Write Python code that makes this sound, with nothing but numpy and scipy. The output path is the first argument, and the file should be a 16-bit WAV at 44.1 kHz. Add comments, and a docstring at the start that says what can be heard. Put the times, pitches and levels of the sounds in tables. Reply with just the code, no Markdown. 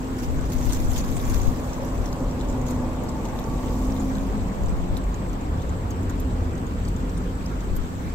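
"""Cat lapping water outdoors

A cat laps from a shallow bowl on open ground, close to a two-port microphone.
Wet clicks are short rising sine rings with splashes and spray of shaped noise; low watery blips ring longer.
Grainy noise rustles close by, and slow wind noise buffets each port on its own. Far traffic mixes
shaped noise, narrow resonances of it and a wavering tone; thin insect lines and soft air lie behind.
"""
import sys
import numpy as np
from scipy import signal
from scipy.io import wavfile
from scipy.ndimage import uniform_filter1d

SR = 44100
rng = np.random.default_rng(int(sys.argv[2]) if len(sys.argv) > 2 else 0)


def master(y):
    """Save y as 16-bit WAV."""
    cut = np.clip(np.atleast_2d(y).T, -1, 1)
    pcm = np.round(cut * 32767)  # scale
    wavfile.write(sys.argv[1], SR, pcm.astype(np.int16))


N = 358978
TIME = np.arange(N) / SR

# colour of dry grains and splashing water: f/Hz, relative level per Hz/dB
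GRAIN_TONE = [(1180, -1), (2000, -1), (2360, 0), (2950, -7), (3180, -2), (4610, -3), (5480, -0.5),
              (6910, 4), (8000, -3.5), (9420, -11.5), (12300, -3.5), (15000, -9), (15600, -4)]

POCKET_S = 0.0013  # ring time of an air pocket
RERING_DB, RERING_S = -11, 0.008  # loudest repeat of the pocket, spread of the repeats in time
APART_HZ = 5000  # above this pitch the two ports hear a pocket out of step
SNAP_DB = -9
SPLASH_DB, SPLASH_S, SPLASH_PATCHY_DB = -21, 0.026, 2.5
DROPLETS_DB, DROPLETS_S = -18, 0.014  # loudest droplet, spread of the droplets in time
DROPLET_HZ, DROPLET_SPAN, DROPLET_CYCLES = 3160, 1.87, 17  # lowest pitch, ratio up to the highest
SPRAY_DB, SPRAY_S, MIST_DB = -18, 0.0015, 2  # MIST_DB lifts the spray of the droplets
BEAD_CYCLES, BEAD_MIST_DB, BEAD_MIST_S = 8, -20, 0.026
TONGUE_PAN_DB, TONGUE_LAG_S = -0.5, 3 / SR  # the right port hears the bowl a little later
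BLIP_CYCLES, TICK_CYCLES = 9, 3.5
SCUFF_PAN_DB = -2  # left-right
# a far vehicle crosses: nearest moment, distance, speed, longest delay between the ports
NEAREST_S, DISTANCE_M, SPEED_M_S, PORT_LAG_S = 2.95, 54.7, 21.3, 0.00047
ROAR_DB, ROAR_ALIKE = -34.5, 0.59  # level when nearest, left-right likeness
RUMBLE_DB, RUMBLE_FOLLOWS = -28, 0.19  # the rumble swells a little with the drone (dB per dB)
STEADY_SHARE, WAVER_HZ = 0.84, 3.5  # tone's weight in the drone, typical pitch waver
HUM_HZ = 46.6
DRAUGHT_DB, AIR_DB = -38.5, -43.5
CEILING, EDGE_HZ = 0.75, 15750  # ceiling of the soft limiter, upper band limit


def gain_of(db):
    """Amplitude factor of a level in dB."""
    return 10 ** (np.asarray(db) / 20)


def evened(x):
    """Scales a signal to an rms of 1."""
    return x / np.sqrt(np.mean(x ** 2) + 1e-20)


def read(points, hz):
    """Reads a curve over log frequency; silent (-120 dB) outside its points."""
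    f, value = np.transpose(points)
    return np.interp(np.log(hz + 1), np.log(f + 1), value, -120, -120)


def curves(rows):
    """Draws each column of a timed table as a line over the whole scene."""
    s, *columns = np.transpose(rows)
    return [np.interp(TIME, s, column) for column in columns]


def panned(db, pan_db):
    """Left and right gains, set apart by pan_db (positive is louder left)."""
    return gain_of(np.array([db + pan_db / 2, db - pan_db / 2]))


def add(mix, s, sound):
    """Lays a sound into the mix at s seconds, cut off at the end."""
    part = mix[:, round(s * SR):][:, :sound.shape[1]]
    part += sound[:, :part.shape[1]]


def swell(length):
    """A quick rise to 1 at a third of the length, and a slower fall."""
    length = max(length, 0.0005)
    u = np.arange(round(4 * length * SR)) / SR / length
    return np.e * 3 * u * np.exp(-3 * u)


def resonate(x, hz, width):
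    """Narrow resonance: shifts the curve hz down to zero, smooths twice, and shifts back."""
    turn = np.exp(2j * np.pi * np.cumsum(hz * np.ones(N)) / SR)
    r = np.exp(-np.pi * width / SR)
    smooth = signal.lfilter([1], [1, -2 * r, r * r], x / turn)
    return 2 * (turn * smooth).real


def noise(tone, size=1024, alike=0.99, patchy_db=1.0, flicker_db=0.0, moving=False):
    """Two ports of random short-time spectra with drifting patches and a flicker shared by all pitches."""
    # left-right likeness: f/Hz, correlation
    likeness = [(30, 1), (130, 0.98), (300, 0.95), (600, 0.86), (950, 0.066), (1300, -0.37), (2000, 0.15),
                (3000, -0.19), (6500, -0.032), (15000, -0.054)]
    # colour difference of the ports: f/Hz, left-right/dB
    port_tilt = [(100, 0), (300, .5), (1200, 0), (4000, 0.5), (6000, -1), (7000, 2.5), (7600, -2),
                 (8100, 12.5), (8700, 9), (9200, 2), (9800, -1), (11500, 0.5), (14000, -1)]
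    hop = size // 4
    frames, hz = N // hop + 5, np.fft.rfftfreq(size, 1 / SR)
    a, b, c, d, patches = rng.standard_normal((frames, len(hz), 5)).T
    patches = uniform_filter1d(patches, size=8, axis=0)
    patches = evened(uniform_filter1d(patches, size=12, axis=1))
    flicker = evened(uniform_filter1d(rng.standard_normal(frames), size=3))
    if moving:
        same = ROAR_ALIKE
    else:
        same = np.clip(alike * read(likeness, np.clip(hz, 30, 15000)), -1, 1)[:, None]
    # a moving source changes its delay between the ports as it crosses
    lag = PORT_LAG_S * crossing(np.arange(frames) * hop / SR)[1] * moving
    left = a + 1j * b
    right = same * left + np.sqrt(1 - same ** 2) * (c + 1j * d)
    right = right * np.exp(2j * np.pi * hz[:, None] * lag)
    tilt = panned(0, read(port_tilt, np.clip(hz, 100, 14000)))[:, :, None]
    level_db = read(tone, hz)[:, None] + patchy_db * patches + flicker_db * flicker
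    spectra = np.array([left, right]) * tilt * gain_of(level_db)
    return evened(signal.istft(spectra, nperseg=size, noverlap=size - hop)[1][:, :N])


def ping(hz, cycles, glide, phase):
    """A tiny air pocket rings for a few cycles and rises as it closes."""
    shape = swell(cycles / hz)
    turns = hz * np.arange(len(shape)) / SR
    return shape * np.sin(2 * np.pi * (turns * (1 + glide * turns / cycles) + phase))


def lapping():
    """Tongue and water: ringing pockets and bubbles amid noise of splash, spray and mist."""
    pings, splash, spray, mist = np.zeros((4, 2, N))
    clicks(pings, splash, spray)
    beads(pings, mist)
    bubbles(pings)
    pings = np.array([pings[0], np.roll(pings[1], round(TONGUE_LAG_S * SR))])
    water = noise(GRAIN_TONE, size=256, patchy_db=SPLASH_PATCHY_DB)
    fine_spray = spray * evened(resonate(water, 7700, 5200))
    fine_mist = mist * evened(resonate(water, 12500, 6000))
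    return pings + splash * water + fine_spray + fine_mist


def clicks(pings, splash, spray):
    """Each click is an air pocket among weaker droplets, inside a short wide splash and a fine spray."""
    # tongue and water clicks: t/s, peak level/dB, pitch of the air pocket f/Hz, left-right/dB
    click_rows = [(0.4112, -38, 7520, 12), (1.2005, -32, 3620, 0), (1.6447, -42, 6930, -12),
                  (1.733, -31.5, 5730, -6), (1.8478, -37.5, 5770, 6), (1.9783, -34.5, 6910, -7),
                  (2.0566, -35, 6800, 0), (2.0596, -30, 5660, 0), (2.0787, -37, 5640, -1),
                  (2.0895, -40, 5450, 1), (2.312, -38, 5790, -3), (2.4108, -31.5, 3740, 1),
                  (2.4873, -37, 7130, 9), (2.4991, -32.5, 6900, -7), (2.6146, -35, 6910, -4),
                  (2.71, -30, 7400, 3), (3.0382, -42, 6780, -10), (3.0924, -32.5, 7580, 8),
                  (3.2491, -43, 6200, -4), (3.253, -37, 2840, 1), (3.2531, -35, 6290, -6),
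                  (3.2553, -40, 3490, 2), (3.2869, -36, 6800, -2), (3.3897, -32, 3660, 1),
                  (3.4412, -38, 5660, -9), (3.6843, -38, 3770, -1), (3.9219, -37, 5400, -7),
                  (3.9655, -35, 3530, -1), (4.1538, -36, 4010, 8), (4.1834, -37, 3640, 8),
                  (4.2129, -38, 7080, -4), (4.6351, -38, 6910, -10), (4.6612, -36, 6850, -8),
                  (4.6846, -37, 5400, -1), (4.6941, -42, 7620, 13), (4.969, -27, 3850, 2),
                  (4.972, -45, 4010, 0), (4.9764, -49, 4030, 2), (4.983, -41, 4010, 2),
                  (5.0402, -40, 7820, 8), (5.1434, -33, 6700, -7), (5.2883, -45, 7730, 13),
                  (5.2964, -40, 7340, 9), (5.3315, -38, 6220, 6), (5.4106, -41, 7040, 13),
                  (5.6183, -41, 3880, -1), (5.6222, -40, 6240, 6), (5.6937, -37.5, 7000, 12),
                  (5.9051, -39, 7580, 10), (5.9082, -32, 6480, 3), (6.0324, -41, 6700, -3),
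                  (6.0976, -32, 6965, -9), (6.1007, -42, 3470, 12), (6.1985, -37, 6680, 5),
                  (6.5541, -40, 6400, 3), (6.5804, -40, 6460, 5), (6.6672, -39, 6900, 10),
                  (6.8515, -42, 6330, 7), (6.8518, -40, 4800, -2), (6.8797, -36, 4570, 1),
                  (6.884, -37, 8100, 11), (6.9639, -36, 6930, 6), (7.0967, -40, 5640, 5),
                  (7.1772, -38, 8740, 13), (7.6064, -39, 6650, -12), (7.7639, -38, 7730, 9)]
    for (s, db, hz, pan), chance in zip(click_rows, rng.random((len(click_rows), 6, 5))):
        apart = np.array([[0], [chance[0, 0] * (hz > APART_HZ)]])
        level = panned(db, pan)[:, None]
        burst = signal.windows.hann(round(SPLASH_S * SR)) ** 2
        add(splash, s - 0.008, level * gain_of(SPLASH_DB) * burst)
        add(pings, s, level * ping(hz, hz * POCKET_S, 0.0042, chance[0, 1] + apart))
        # the film of water tears: one very short, broad snap
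        add(pings, s + 0.00043, level * gain_of(SNAP_DB) * ping(6200, 2.0, 0.033, chance[0, 2]))
        # the pocket sounds twice again, weaker
        for _, pitch, size, phase, _ in chance[1:3]:
            again = ping(hz * (0.92 + 0.14 * pitch), hz * POCKET_S, 0.01, phase + apart)
            add(pings, s + 0.0021 + RERING_S * size, level * gain_of(RERING_DB - 3.1 * size) * again)
        add(spray, s + 0.0015, level * gain_of(SPRAY_DB) * swell(SPRAY_S))
        for late, pitch, size, phase, side in chance[1:]:
            start = s + DROPLETS_S * late - 0.005
            small = panned(db + DROPLETS_DB - 8 * size, pan + 6 * (side - 0.5))[:, None]
            droplet = ping(DROPLET_HZ * DROPLET_SPAN ** pitch, DROPLET_CYCLES, 0.011, phase)
            add(pings, start, small * droplet)
            add(spray, start, small * gain_of(SPRAY_DB + MIST_DB) * swell(SPRAY_S))


def beads(pings, mist):
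    """Bright beads of spray ring very high, each within a fine wide mist."""
    # beads: t/s, peak level/dB, f/Hz, left-right/dB
    bead_rows = [(1.6447, -43, 14800, -1.5), (1.8517, -35, 11700, 4), (2.1266, -42, 12600, -3.5),
                 (2.1344, -46, 12500, 0.0), (2.4982, -48, 12100, -1.0), (2.7013, -44, 12600, -10),
                 (2.7122, -40, 12300, 7), (3.037, -37, 12800, -1), (3.049, -44, 12500, 0),
                 (3.3972, -34, 12800, -1.5), (4.6344, -44, 12800, -1.5), (4.9684, -40, 12600, -3),
                 (4.9741, -36, 10500, -4), (5.3343, -44, 13200, -1.5), (5.6261, -45, 12800, 2),
                 (5.904, -37, 12900, -7), (6.0315, -42, 14200, -1.5), (6.0965, -43, 12600, -8),
                 (6.203, -29, 13000, -5.5), (6.106, -42, 13500, 0), (6.8872, -40, 13700, 0.0),
                 (7.4587, -38, 11300, 0.5), (7.7575, -35, 13000, 0), (7.7656, -27, 11900, 2),
                 (7.7783, -42, 12080, 0)]
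    for (s, db, hz, pan), phase in zip(bead_rows, rng.random(len(bead_rows))):
        add(pings, s, panned(db, pan)[:, None] * ping(hz, BEAD_CYCLES, 0.012, phase))
        haze = signal.windows.hann(round(BEAD_MIST_S * SR))
        add(mist, s - BEAD_MIST_S / 3, panned(db + BEAD_MIST_DB, pan)[:, None] * haze)


def bubbles(pings):
    """Bubbles chirp upward as they close."""
    # bubbles: t/s, peak level/dB, first f/Hz, last f/Hz, length/s
    bubble_rows = [(2.1265, -36.5, 3560, 8000, 0.0068), (2.4135, -48, 5500, 8000, .006),
                   (3.086, -40, 3800, 7000, .005), (6.1965, -43, 5800, 8200, .005),
                   (7.170, -47, 4400, 6600, .006), (7.4585, -39, 4250, 7800, .010)]
    for (s, db, hz, last_hz, length), phase in zip(bubble_rows, rng.random(len(bubble_rows))):
        rising = np.geomspace(hz, last_hz, round(length * SR))
        tone = np.sin(2 * np.pi * (np.cumsum(rising) / SR + phase))
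        chirp = signal.windows.tukey(len(rising), 0.6) * tone
        add(pings, s, panned(db, TONGUE_PAN_DB)[:, None] * chirp)


def blips():
    """Low watery blips, some together with a click, ring longer than the clicks."""
    # blips: t/s, peak level/dB, f/Hz
    blip_rows = [(1.5384, -42, 1780), (3.685, -47, 2000), (5.694, -46, 2000), (5.2624, -42, 2060),
                 (7.4099, -43, 2390), (8.079, -40, 2250)]
    out = np.zeros((2, N))
    for (s, db, hz), phase in zip(blip_rows, rng.random(len(blip_rows))):
        add(out, s, panned(db, 0)[:, None] * ping(hz, BLIP_CYCLES, 0.011, phase))
    return out


def ticks():
    """Faint ticks of the wet tongue, very short rings at random moments and pitches."""
    out = np.zeros((2, N))
    for when, pitch, size, phase, side in rng.random((160, 5)):
        level = panned(-54 + 9 * size, 6 * (side - 0.5))[:, None]
        add(out, when * TIME[-1], level * ping(3000 * 2.7 ** pitch, TICK_CYCLES, 0.051, phase))
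    return out


def rustle():
    """Fine dry grains: a slow bed of crackling noise, and scuffs that swell and fade quickly."""
    # rustle bed: t/s, level/dB
    bed = [(0.0, -52), (0.52, -51), (0.72, -39), (0.95, -46), (1.36, -42), (1.63, -49.5), (3.08, -56),
           (3.87, -47), (4.4, -55), (5.6, -68), (8.14, -55.5)]
    # short scuffs: t/s, level/dB, length/s (as in swell)
    scuffs = [(0.184, -41, 0.029), (0.221, -41.5, 0.048), (0.457, -47.5, 0.025), (0.497, -46, 0.027),
              (0.519, -37, 0.033), (0.584, -43, 0.026), (0.605, -45, 0.025), (0.637, -42, 0.052),
              (0.682, -47, 0.037), (0.725, -33.5, 0.036), (0.762, -44, 0.02), (0.8, -45, 0.019),
              (0.846, -47, 0.015), (0.89, -40.5, 0.11), (0.958, -36.5, 0.057), (1.163, -41, 0.025),
              (1.28, -38.5, 0.07), (1.339, -38, 0.031), (2.66, -46, 0.073), (2.702, -43, 0.022)]
    power = panned(curves(bed)[0], -1.1) ** 2
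    for s, db, length in scuffs:
        add(power, s - 0.003, (panned(db, SCUFF_PAN_DB)[:, None] * swell(length)) ** 2)
    # stalks snap one by one: sparse spikes, about 700 a second, ride on the hiss
    snaps = gain_of(3.0 * np.minimum(rng.exponential(1, N), 4)) * (rng.random(N) < 700 / SR)
    crackle = evened(1 + 0.4 * signal.oaconvolve(snaps, swell(0.0008))[:N])
    hiss = noise(GRAIN_TONE, size=256, patchy_db=3.0, flicker_db=-1.0)
    return np.sqrt(power) * crackle * hiss


def wind():
    """Lumpy pressure, separate at each port: a light steady draught and short gusts."""
    # gusts on the ports: t at the crest/s, level/dB, half-length/s, left-right/dB
    gusts = [(0.365, -26.5, 0.24, 5), (0.582, -22, 0.045, 16), (0.672, -25, 0.09, 21),
             (0.936, -24.5, 0.46, 4), (1.135, -21.5, 0.077, 8), (1.344, -26, 0.2, 14.5),
             (1.484, -25, 0.056, 16), (2.008, -26.5, 0.052, 13), (4.27, -37, 0.39, 18),
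             (4.717, -20.5, 0.2, 2), (4.942, -26, 0.09, 12), (7.76, -23.5, 0.12, 11)]
    # colour of the wind: f/Hz, relative level per Hz/dB
    wind_tone = [(8, -8), (20, 9), (45, -0.5), (90, -1.5), (160, -12.5), (400, -27)]
    power = gain_of(DRAUGHT_DB) ** 2 * np.ones((2, N))
    for s, db, half, pan in gusts:
        shape = signal.windows.hann(round(2 * half * SR))
        add(power, s - half, panned(db, pan)[:, None] ** 2 * shape ** 2)
    return np.sqrt(power) * noise(wind_tone, size=2048, alike=0, patchy_db=1.2)


def traffic():
    """Far rumble and tyre roar, with a mostly steady, wavering drone tone and narrow resonances of the noise."""
    # colours of rumble and roar: f/Hz, relative level per Hz/dB
    rumble_tone = [(15, -6.5), (30, 3), (47, 7.5), (65, 3), (130, 0.5), (160, -1.5), (190, -4.5), (230, -2),
                   (320, -8.5), (500, -11), (900, -44)]
    roar_tone = [(180, -18), (300, 1.5), (331, -13), (374, -21), (515, -6.5), (655, -8.5), (1110, -11.5),
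                 (1210, -17.5), (1580, -39), (2500, -38.5), (3250, -43), (5500, -120)]
    # the drone comes and goes: t/s, level/dB
    drone_level = [(0.0, -34), (.8, -35.5), (1.5, -35.5), (1.75, -40.5), (2.24, -34), (2.47, -34.5),
                   (2.53, -29.5), (3.03, -34), (3.15, -38.5), (3.35, -40), (3.8, -31), (4.13, -28.5),
                   (4.24, -36), (4.65, -42.5), (5.4, -43.5), (5.95, -38.5), (6.05, -32.5), (6.35, -36.5),
                   (6.7, -41.5), (7.3, -39.5), (8.14, -51)]
    drone_db = curves(drone_level)[0]
    rumble = noise(rumble_tone, size=2048)
    roar = noise(roar_tone, moving=True)
    rumble_gain = gain_of(RUMBLE_DB + RUMBLE_FOLLOWS * (drone_db - drone_db.mean()))
    roar_gain = gain_of(ROAR_DB) * crossing(TIME)[0]
    tonal = gain_of(drone_db) * drone(rumble) + boom_and_hum(rumble) + moan(roar + rumble) + strands(roar)
    return rumble_gain * rumble + roar_gain * roar + tonal


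def crossing(t):
    """Nearness (1 when closest) and sideways bearing of the far vehicle on a straight path."""
    along = SPEED_M_S * (NEAREST_S - t)
    distance = np.hypot(along, DISTANCE_M)
    return DISTANCE_M / distance, along / distance


def drone(rumble):
    """A tone that wavers in pitch, blended with a weaker resonance of the rumble."""
    # centre pitch of the drone: t/s, f/Hz
    drone_pitch = [(0, 258), (1.4, 255), (3.7, 250.7), (4.0, 264.2), (4.5, 262.1), (6.2, 258.8),
                   (8.14, 252.8)]
    hz = curves(drone_pitch)[0]
    fuzzy = evened(resonate(rumble, hz, 66.0))
    waver = uniform_filter1d(rng.standard_normal(N), size=1500)
    waver = evened(uniform_filter1d(waver, size=1500))
    tone = np.sqrt(2) * np.sin(2 * np.pi * np.cumsum(hz + WAVER_HZ * waver) / SR)
    return evened((1 - STEADY_SHARE) * fuzzy + STEADY_SHARE * tone)


def boom_and_hum(rumble):
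    """A broad low boom and a narrow deep hum, both resonances of the rumble."""
    # levels of boom and hum: t/s, level/dB
    boom_level = [(0, -41), (1, -66), (4.6, -49.5), (5.9, -31.5), (7.2, -37.5), (8.14, -43)]
    hum_level = [(0, -36), (2.7, -36), (3.1, -39), (5.4, -31), (5.8, -52), (7.2, -30), (8.14, -34.5)]
    boom = gain_of(curves(boom_level)[0]) * evened(resonate(rumble, 82.5, 60))
    hum = gain_of(curves(hum_level)[0]) * evened(resonate(rumble, HUM_HZ, 13))
    return boom + hum


def moan(far_noise):
    """A fuzzy tone below the drone that mostly sinks, a gliding resonance of the far noise."""
    # moan: t/s, f/Hz, level/dB
    moan_path = [(3.3, 220, -59), (3.6, 215, -40.5), (4.35, 197, -33.5), (4.9, 181.2, -37.5),
                 (6, 184.4, -46), (7.5, 180, -41), (8.14, 174, -50.5)]
    hz, db = curves(moan_path)
    return gain_of(db) * evened(resonate(far_noise, hz, 45.0))


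def strands(roar):
    """Fuzzy tonal strands, resonances of the roar that swell once each."""
    # strands: middle t/s, length/s, level/dB, f/Hz, width/Hz
    strand_rows = [(3.58, 0.97, -49, 1135, 57), (2.3, 1.8, -46, 543, 120), (1.37, 0.82, -51, 1125, 130),
                   (3.3, 1.6, -50, 883, 77), (4.96, 1.4, -46, 373, 56)]
    out = np.zeros((2, N))
    for s, length, db, hz, width in strand_rows:
        arch = np.cos(np.pi * np.clip((TIME - s) / length, -0.5, 0.5))
        out += gain_of(db) * arch * evened(resonate(roar, hz, width))
    return out


def insects():
    """Narrow, fuzzy whistles, resonated noise that throbs by 3 dB up and down, louder on the left."""
    # two insects: f/Hz, width/Hz, level/dB, throb rate/Hz
    insect_rows = [(7344, 160, -73, 5.7), (7810, 220, -68, 3.7)]
    out = np.zeros((2, N))
    for hz, width, db, rate in insect_rows:
        throb_db = 3 * np.sin(2 * np.pi * (rate * TIME + rng.random()))
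        whistle = evened(resonate(rng.standard_normal((2, N)), hz, width))
        out += panned(db + throb_db, 16.7) * whistle
    return out


def air():
    """Soft background air: shaped noise at a constant level."""
    # colour of the air: f/Hz, relative level per Hz/dB
    air_tone = [(530, -9), (900, -0.5), (1120, -1), (1320, -1), (2000, -8), (3820, -15), (5210, -19),
                (6460, -19.5), (7640, -16), (8110, -21.5), (9360, -32.5), (10400, -27), (12200, -25.5),
                (14700, -26), (15600, -27)]
    return gain_of(AIR_DB) * noise(air_tone, size=512, patchy_db=1.64)


def scene():
    """Sums all layers, from the bowl to the background."""
    return lapping() + blips() + ticks() + rustle() + wind() + traffic() + insects() + air()


def record(dry):
    """A soft limiter rounds off the highest peaks; then a steep low-pass limits the band."""
    soft = CEILING * np.tanh(dry / CEILING)
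    low_pass = signal.firwin(2047, EDGE_HZ, window=("kaiser", 10), fs=SR)
    return signal.oaconvolve(soft, low_pass[None], "same")


dry = scene()
out = record(dry)
master(out)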